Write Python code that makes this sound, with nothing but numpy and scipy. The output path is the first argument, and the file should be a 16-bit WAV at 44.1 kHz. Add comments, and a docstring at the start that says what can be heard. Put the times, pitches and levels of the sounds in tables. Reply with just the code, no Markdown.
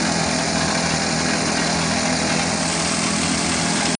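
"""A pneumatic rock drill bores into the wall of a concrete-lined pit, about 42 blows a second.
The exhaust drones and barks on every stroke, the piston makes the drill steel clatter and ring,
chips tick and spent air hisses in pulses. Now and then the bit meets hard stone and clangs.
Two deep dips in the treble fill in after about two and a half seconds; a low rumble lies beneath."""
import sys
import numpy as np
from scipy import signal
from scipy.fft import rfft, irfft
from scipy.io import wavfile
from scipy.ndimage import uniform_filter1d

SR = 44100
rng = np.random.default_rng(int(sys.argv[2]) if len(sys.argv) > 2 else 0)


def generate_wav(sig):
    """Save sig (samples, or channels by samples) to the path in sys.argv[1] as 16-bit PCM at SR."""
    pcm = np.round(np.clip(np.atleast_2d(sig).T, -1, 1) * 32767).astype(np.int16)
    wavfile.write(sys.argv[1], SR, pcm)


N = 176400
TIME = np.arange(N) / SR
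BINS_HZ = np.arange(N // 2 + 1) * SR / N

# How far the piston runs ahead of its steady beat as the load changes: time_s, lead_cycles
PISTON_LEAD = [(0, .17), (.3, .18), (.56, .1), (.68, -.04), (.86, .01), (.97, -.11), (1.1, -.11),
               (1.2, -.23), (1.62, -.31), (2.15, -.235), (2.4, -.335), (2.52, -.255), (3.0, -.21),
               (3.38, -.18), (3.55, -.065), (3.95, -.11)]
# Harmonics of the exhaust drone: blow_rate_multiple, level_db
DRONE_HARMONICS = [(2, -41.5), (3, -46), (4, -30), (5, -31.5), (6, -30.5), (7, -43.5), (9, -48.5),
                   (10, -45), (12, -48.5), (14, -48), (15, -50.5), (16, -41), (17, -38.5), (20, -40)]
# Puffs of the two strokes and their slaps off the walls: place_cycles, relative_level_db
PUFF_PATTERN = [(0.005, -3), (0.292, -0.5), (0.521, -8.5), (0.78, -4.5)]
# Tone of an exhaust puff: frequency_hz, gain_db
PUFF_EQ = [(20, -40.5), (70, -27), (150, -20), (310, 7), (355, -9), (395, -1), (470, -15.5), (580, -4.5),
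           (660, 1.5), (810, 2.5), (980, -5), (1100, -4), (1700, -16.5), (3000, -22.5), (9000, -48.5)]
# Tone of steel clattering on rock: frequency_hz, gain_db
CLATTER_EQ = [(300, -29.5), (800, 5), (1280, -1.5), (1440, -1), (1670, 1.5), (1830, -9.5), (2000, -4),
              (2190, 2), (2400, -4), (2700, 1.5), (3500, -1.5), (5000, -10), (9000, -17)]
# How hard the bit bites, a fader on clatter and chips: time_s, gain_db
BITE_FADER = [(0, -2), (.35, -1.5), (.5, 1), (.74, -1), (1.1, -0.6), (1.3, 0), (1.45, 0), (1.6, -0.4),
              (1.9, -0.2), (2.4, 0), (2.8, -3), (3.3, -0.6), (3.95, 1.7)]
# The bit meets hard stone and the rod clangs: start_s, accent_db
STONE_HITS = [(.752, 12.5), (0.82, 4.5), (.845, 5), (1.258, 12.5), (1.309, 9.5), (1.335, 9.5), (1.573, 13),
              (1.619, 11.5), (1.91, 9.5)]
# Ringing modes of the drill steel: pitch_hz, early_level_db, late_level_db, t60_s
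STEEL_MODES = [(1072, -44, -51, 0.1), (1577, -44.5, -54, 0.069), (1657, -46, -41.5, 0.05),
               (1888, -40, -54, 0.18), (2083, -47.5, -44, 0.1), (2212, -43, -42, 0.035),
               (2432, -40, -53, 0.15), (4084, -37.5, -43, 0.095), (4330, -43.5, -44, .05),
               (5130, -45, -39, 0.05), (4900, -44, -50, 0.054), (5500, -43.5, -47, 0.054)]
# Tone of the spent air, also used on the chips: frequency_hz, gain_db
HISS_EQ = [(300, -23), (900, -5.5), (2400, 1), (3100, -13.5), (3700, -7), (4500, 2), (5500, 0.5),
           (7000, 0.5), (8200, 1), (8800, 1.5), (9600, -3.5)]
# Humps and dips that tint the drill at first: centre_hz, width_hz, gain_db
TINT_BANDS = [(500, 12, 6), (540, 52, 4.5), (1580, 184, 2.5), (3135, 262, -8), (8190, 440, -16.5)]
# Wet/dry mix of that tint: time_s, wet_fraction
TINT_MIX = [(0, 0.89), (.7, 0.97), (2.3, 0.88), (2.55, 0.65), (2.72, 0.03), (3.95, 0.09)]
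# Tone of the site rumble: frequency_hz, gain_db
RUMBLE_EQ = [(5, -36), (20, -21), (40, -18.5), (62, -12), (80, 1.5), (100, -6), (170, -4.5), (260, 1),
             (320, -1.5), (450, -8), (900, -26)]

BLOWS_PER_S = 41.6
STRIKE_PLACE, RETURN_PLACE, HISS_PLACE = .2, .66, .32  # within the piston cycle, 0-1


def piston_cycles(jitter_cycles=.011, drag_cycles=.016, rod_turns_per_s=4.1, easiest_s=.14):
    """Running count of piston cycles; the turning rod drags the beat to and fro."""
    cycles = BLOWS_PER_S * TIME + automation(PISTON_LEAD) + jitter_cycles * drift(rate_hz=12)
    return cycles + drag_cycles * np.cos(2 * np.pi * rod_turns_per_s * (TIME - easiest_s))


def exhaust_drone(cycles, roughness=.33):
    """Low harmonics of the exhaust crest together on each stroke; each wavers in level and phase."""
    drone = 0
    for multiple, level_db in DRONE_HARMONICS:
        waver = 1 + roughness * (drift(rate_hz=12) + 1j * drift(rate_hz=12))
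        harmonic = np.real(waver * np.exp(2j * np.pi * multiple * cycles))
        drone += from_db(level_db) * unit_rms(harmonic)
    return drone


def exhaust_puffs(cycles, bark_db=-30, housing_db=-37):
    """Air barks sharply from the exhaust port, and the housing rings with every puff."""
    clicks = sum(from_db(db) * cycle_clicks(cycles, place, spread_db=-.6, jitter_s=.0004)
                 for place, db in PUFF_PATTERN)
    clicks -= clicks.mean()
    housing = ring(clicks, pitch_hz=657, t60_s=.13)
    barks = equalise(pit_reverb(clicks, wet_db=-1), PUFF_EQ)
    return from_db(bark_db) * barks + from_db(housing_db) * housing


def bit_clatter(cycles, level_db=-28, decay_s=.0086):
    """Each blow sets off a short burst of rattling steel and crushed rock."""
    strikes = cycle_clicks(cycles, STRIKE_PLACE, spread_db=5, jitter_s=.0014)
    return_knocks = cycle_clicks(cycles, RETURN_PLACE, spread_db=5, jitter_s=.0014)
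    blows = strikes + from_db(-5) * return_knocks + from_db(-18) * stone_clicks()
    envelope = signal.lfilter([1], [1, -np.exp(-1 / (decay_s * SR))], blows)
    bursts = pit_reverb(envelope * rng.standard_normal(N), wet_db=6.5)
    return from_db(level_db + automation(BITE_FADER)) * equalise(bursts, CLATTER_EQ)


def steel_ring(cycles, rebound_db=1.5, clang_hz=1750, clang_width_hz=290):
    """The rod rings, struck a little differently each time; its modes rebalance as the tint fades."""
    ringing, early_share = 0, automation(TINT_MIX)
    # The rod bounces, so strong and weak blows alternate.
    rebound = from_db(rebound_db * np.cos(np.pi * (cycles - STRIKE_PLACE)))
    for pitch_hz, early_db, late_db, t60_s in STEEL_MODES:
        blows = rebound * cycle_clicks(cycles, STRIKE_PLACE, spread_db=2.2, jitter_s=.0004)
        clangs = bell_curve(pitch_hz, clang_hz, clang_width_hz) * stone_clicks()
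        level_db = late_db + early_share * (early_db - late_db)
        ringing += from_db(level_db) * ring(blows + clangs, pitch_hz, t60_s)
    return ringing


def stone_clicks():
    """One click for each blow on hard stone."""
    start_s, accent_db = np.transpose(STONE_HITS)
    return np.bincount((start_s * SR).astype(int), from_db(accent_db), N)


def rock_chips(level_db=-34, ticks_per_s=420, spread_db=3.5, low_hz=1317, high_hz=6966, pitches=36):
    """Chips of rock and loose fittings tick at scattered pitches, louder when the bit bites."""
    onsets = rng.random(N) < ticks_per_s / SR
    clicks = onsets * from_db(spread_db * np.minimum(rng.standard_normal(N), 1))
    pitch_index = rng.integers(0, pitches, N)
    ticks = sum(ring(clicks * (pitch_index == k), pitch_hz, t60_s=.03)
                for k, pitch_hz in enumerate(np.geomspace(low_hz, high_hz, pitches)))
    return from_db(level_db + automation(BITE_FADER)) * equalise(ticks, HISS_EQ)


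def air_hiss(cycles, level_db=-23.5, pulse_db=.4, flutter_db=1.5):
    """Spent air swells once a cycle and flutters."""
    flutter = drift(rate_hz=70)
    flutter -= uniform_filter1d(flutter, size=2200)  # keep only the fast movement
    swell_db = pulse_db * np.cos(2 * np.pi * (cycles - HISS_PLACE)) + flutter_db * flutter
    return from_db(level_db + swell_db) * equalise(rng.standard_normal(N), HISS_EQ)


def pit_reverb(sound, wet_db, t60_s=.15, crossfade_s=.45):
    """Adds dense wall reflections whose resonances shift as the listening point sways."""
    tail_s, wet = TIME[:SR // 2], 0
    for centre_s in np.arange(0, TIME[-1] + crossfade_s, crossfade_s):
        tail = rng.standard_normal(len(tail_s)) * from_db(-60 * tail_s / t60_s)
        share = np.clip(1 - np.abs(TIME - centre_s) / crossfade_s, 0, 1)
        wet += np.sqrt(share) * signal.fftconvolve(sound, tail / np.linalg.norm(tail))[:N]
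    return sound + from_db(wet_db) * wet


def tint(sound):
    """Humps in the mids and two dips in the treble, strong at first and then almost gone."""
    gain_db = sum(db * bell_curve(BINS_HZ, hz, width_hz) for hz, width_hz, db in TINT_BANDS)
    wet = irfft(rfft(sound) * from_db(gain_db), N)
    return sound + automation(TINT_MIX) * (wet - sound)


def site_rumble(gain_db=-30.5, low_cut_hz=23.8):
    """A steady bed of low noise from the site."""
    noise = equalise(rng.standard_normal(N), RUMBLE_EQ)
    low_cut = signal.butter(2, low_cut_hz, "high", fs=SR, output="sos")
    return from_db(gain_db) * signal.sosfilt(low_cut, noise)


def cycle_clicks(cycles, place, spread_db, jitter_s):
    """One click per piston cycle, each of its own strength and slightly off the beat."""
    beats = np.arange(int(cycles[-1]) + 1) + place
    timing, strength = rng.standard_normal((200, 2))[:len(beats)].T
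    start_s = np.interp(beats, cycles, TIME, left=-1, right=-1) + jitter_s * timing
    starts = (start_s * SR).astype(int)
    inside = (starts >= 0) & (starts < N)
    gains = from_db(spread_db * np.minimum(strength, 1.5))
    return np.bincount(starts[inside], gains[inside], N)


def ring(clicks, pitch_hz, t60_s):
    """One struck mode, at unit level."""
    radius, angle = from_db(-60 / (t60_s * SR)), 2 * np.pi * pitch_hz / SR
    feedback = [1, -2 * radius * np.cos(angle), radius * radius]
    return unit_rms(signal.lfilter([1], feedback, clicks + 1e-18))


def equalise(sound, curve):
    """Minimum-phase EQ, so nothing rings ahead of a hit; returns unit level."""
    hz, db = np.transpose(curve)
    gain_db = np.interp(np.log(BINS_HZ + 1), np.log(hz), db)
    cepstrum = irfft(np.log(from_db(gain_db)), N)
    cepstrum[1:N // 2] *= 2
    cepstrum[N // 2 + 1:] = 0
    return unit_rms(irfft(rfft(sound) * np.exp(rfft(cepstrum)), N))


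def drift(rate_hz):
    """Smooth random modulation, at unit level."""
    return unit_rms(irfft(rfft(rng.standard_normal(N)) / (1 + (BINS_HZ / rate_hz) ** 2), N))


def automation(points):
    """Straight ramps between (time_s, value) points."""
    return np.interp(TIME, *np.transpose(points))


def bell_curve(hz, centre_hz, width_hz):
    """A Gaussian hump of height 1."""
    return np.exp(-.5 * ((hz - centre_hz) / width_hz) ** 2)


def from_db(db):
    """Decibels to gain."""
    return 10 ** (np.asarray(db) / 20)


def unit_rms(sound):
    """Scale to unit level."""
    return sound / np.sqrt(np.mean(sound ** 2) + 1e-20)


def scene():
    """The drill hammers to one piston's beat over the site rumble; both channels are alike."""
    cycles = piston_cycles()
    exhaust = exhaust_drone(cycles) + exhaust_puffs(cycles)
    drill = exhaust + bit_clatter(cycles) + steel_ring(cycles) + rock_chips() + air_hiss(cycles)
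    return np.tile(tint(drill) + site_rumble(), (2, 1))


def record(dry):
    """The sound stops short; a steep high cut takes off the top."""
    stop_s, high_cut_hz = 3.952, 9700
    high_cut = signal.ellip(14, .1, 80, high_cut_hz, fs=SR, output="sos")
    return signal.sosfilt(high_cut, dry * (TIME < stop_s))


dry = scene()
out = record(dry)
generate_wav(out)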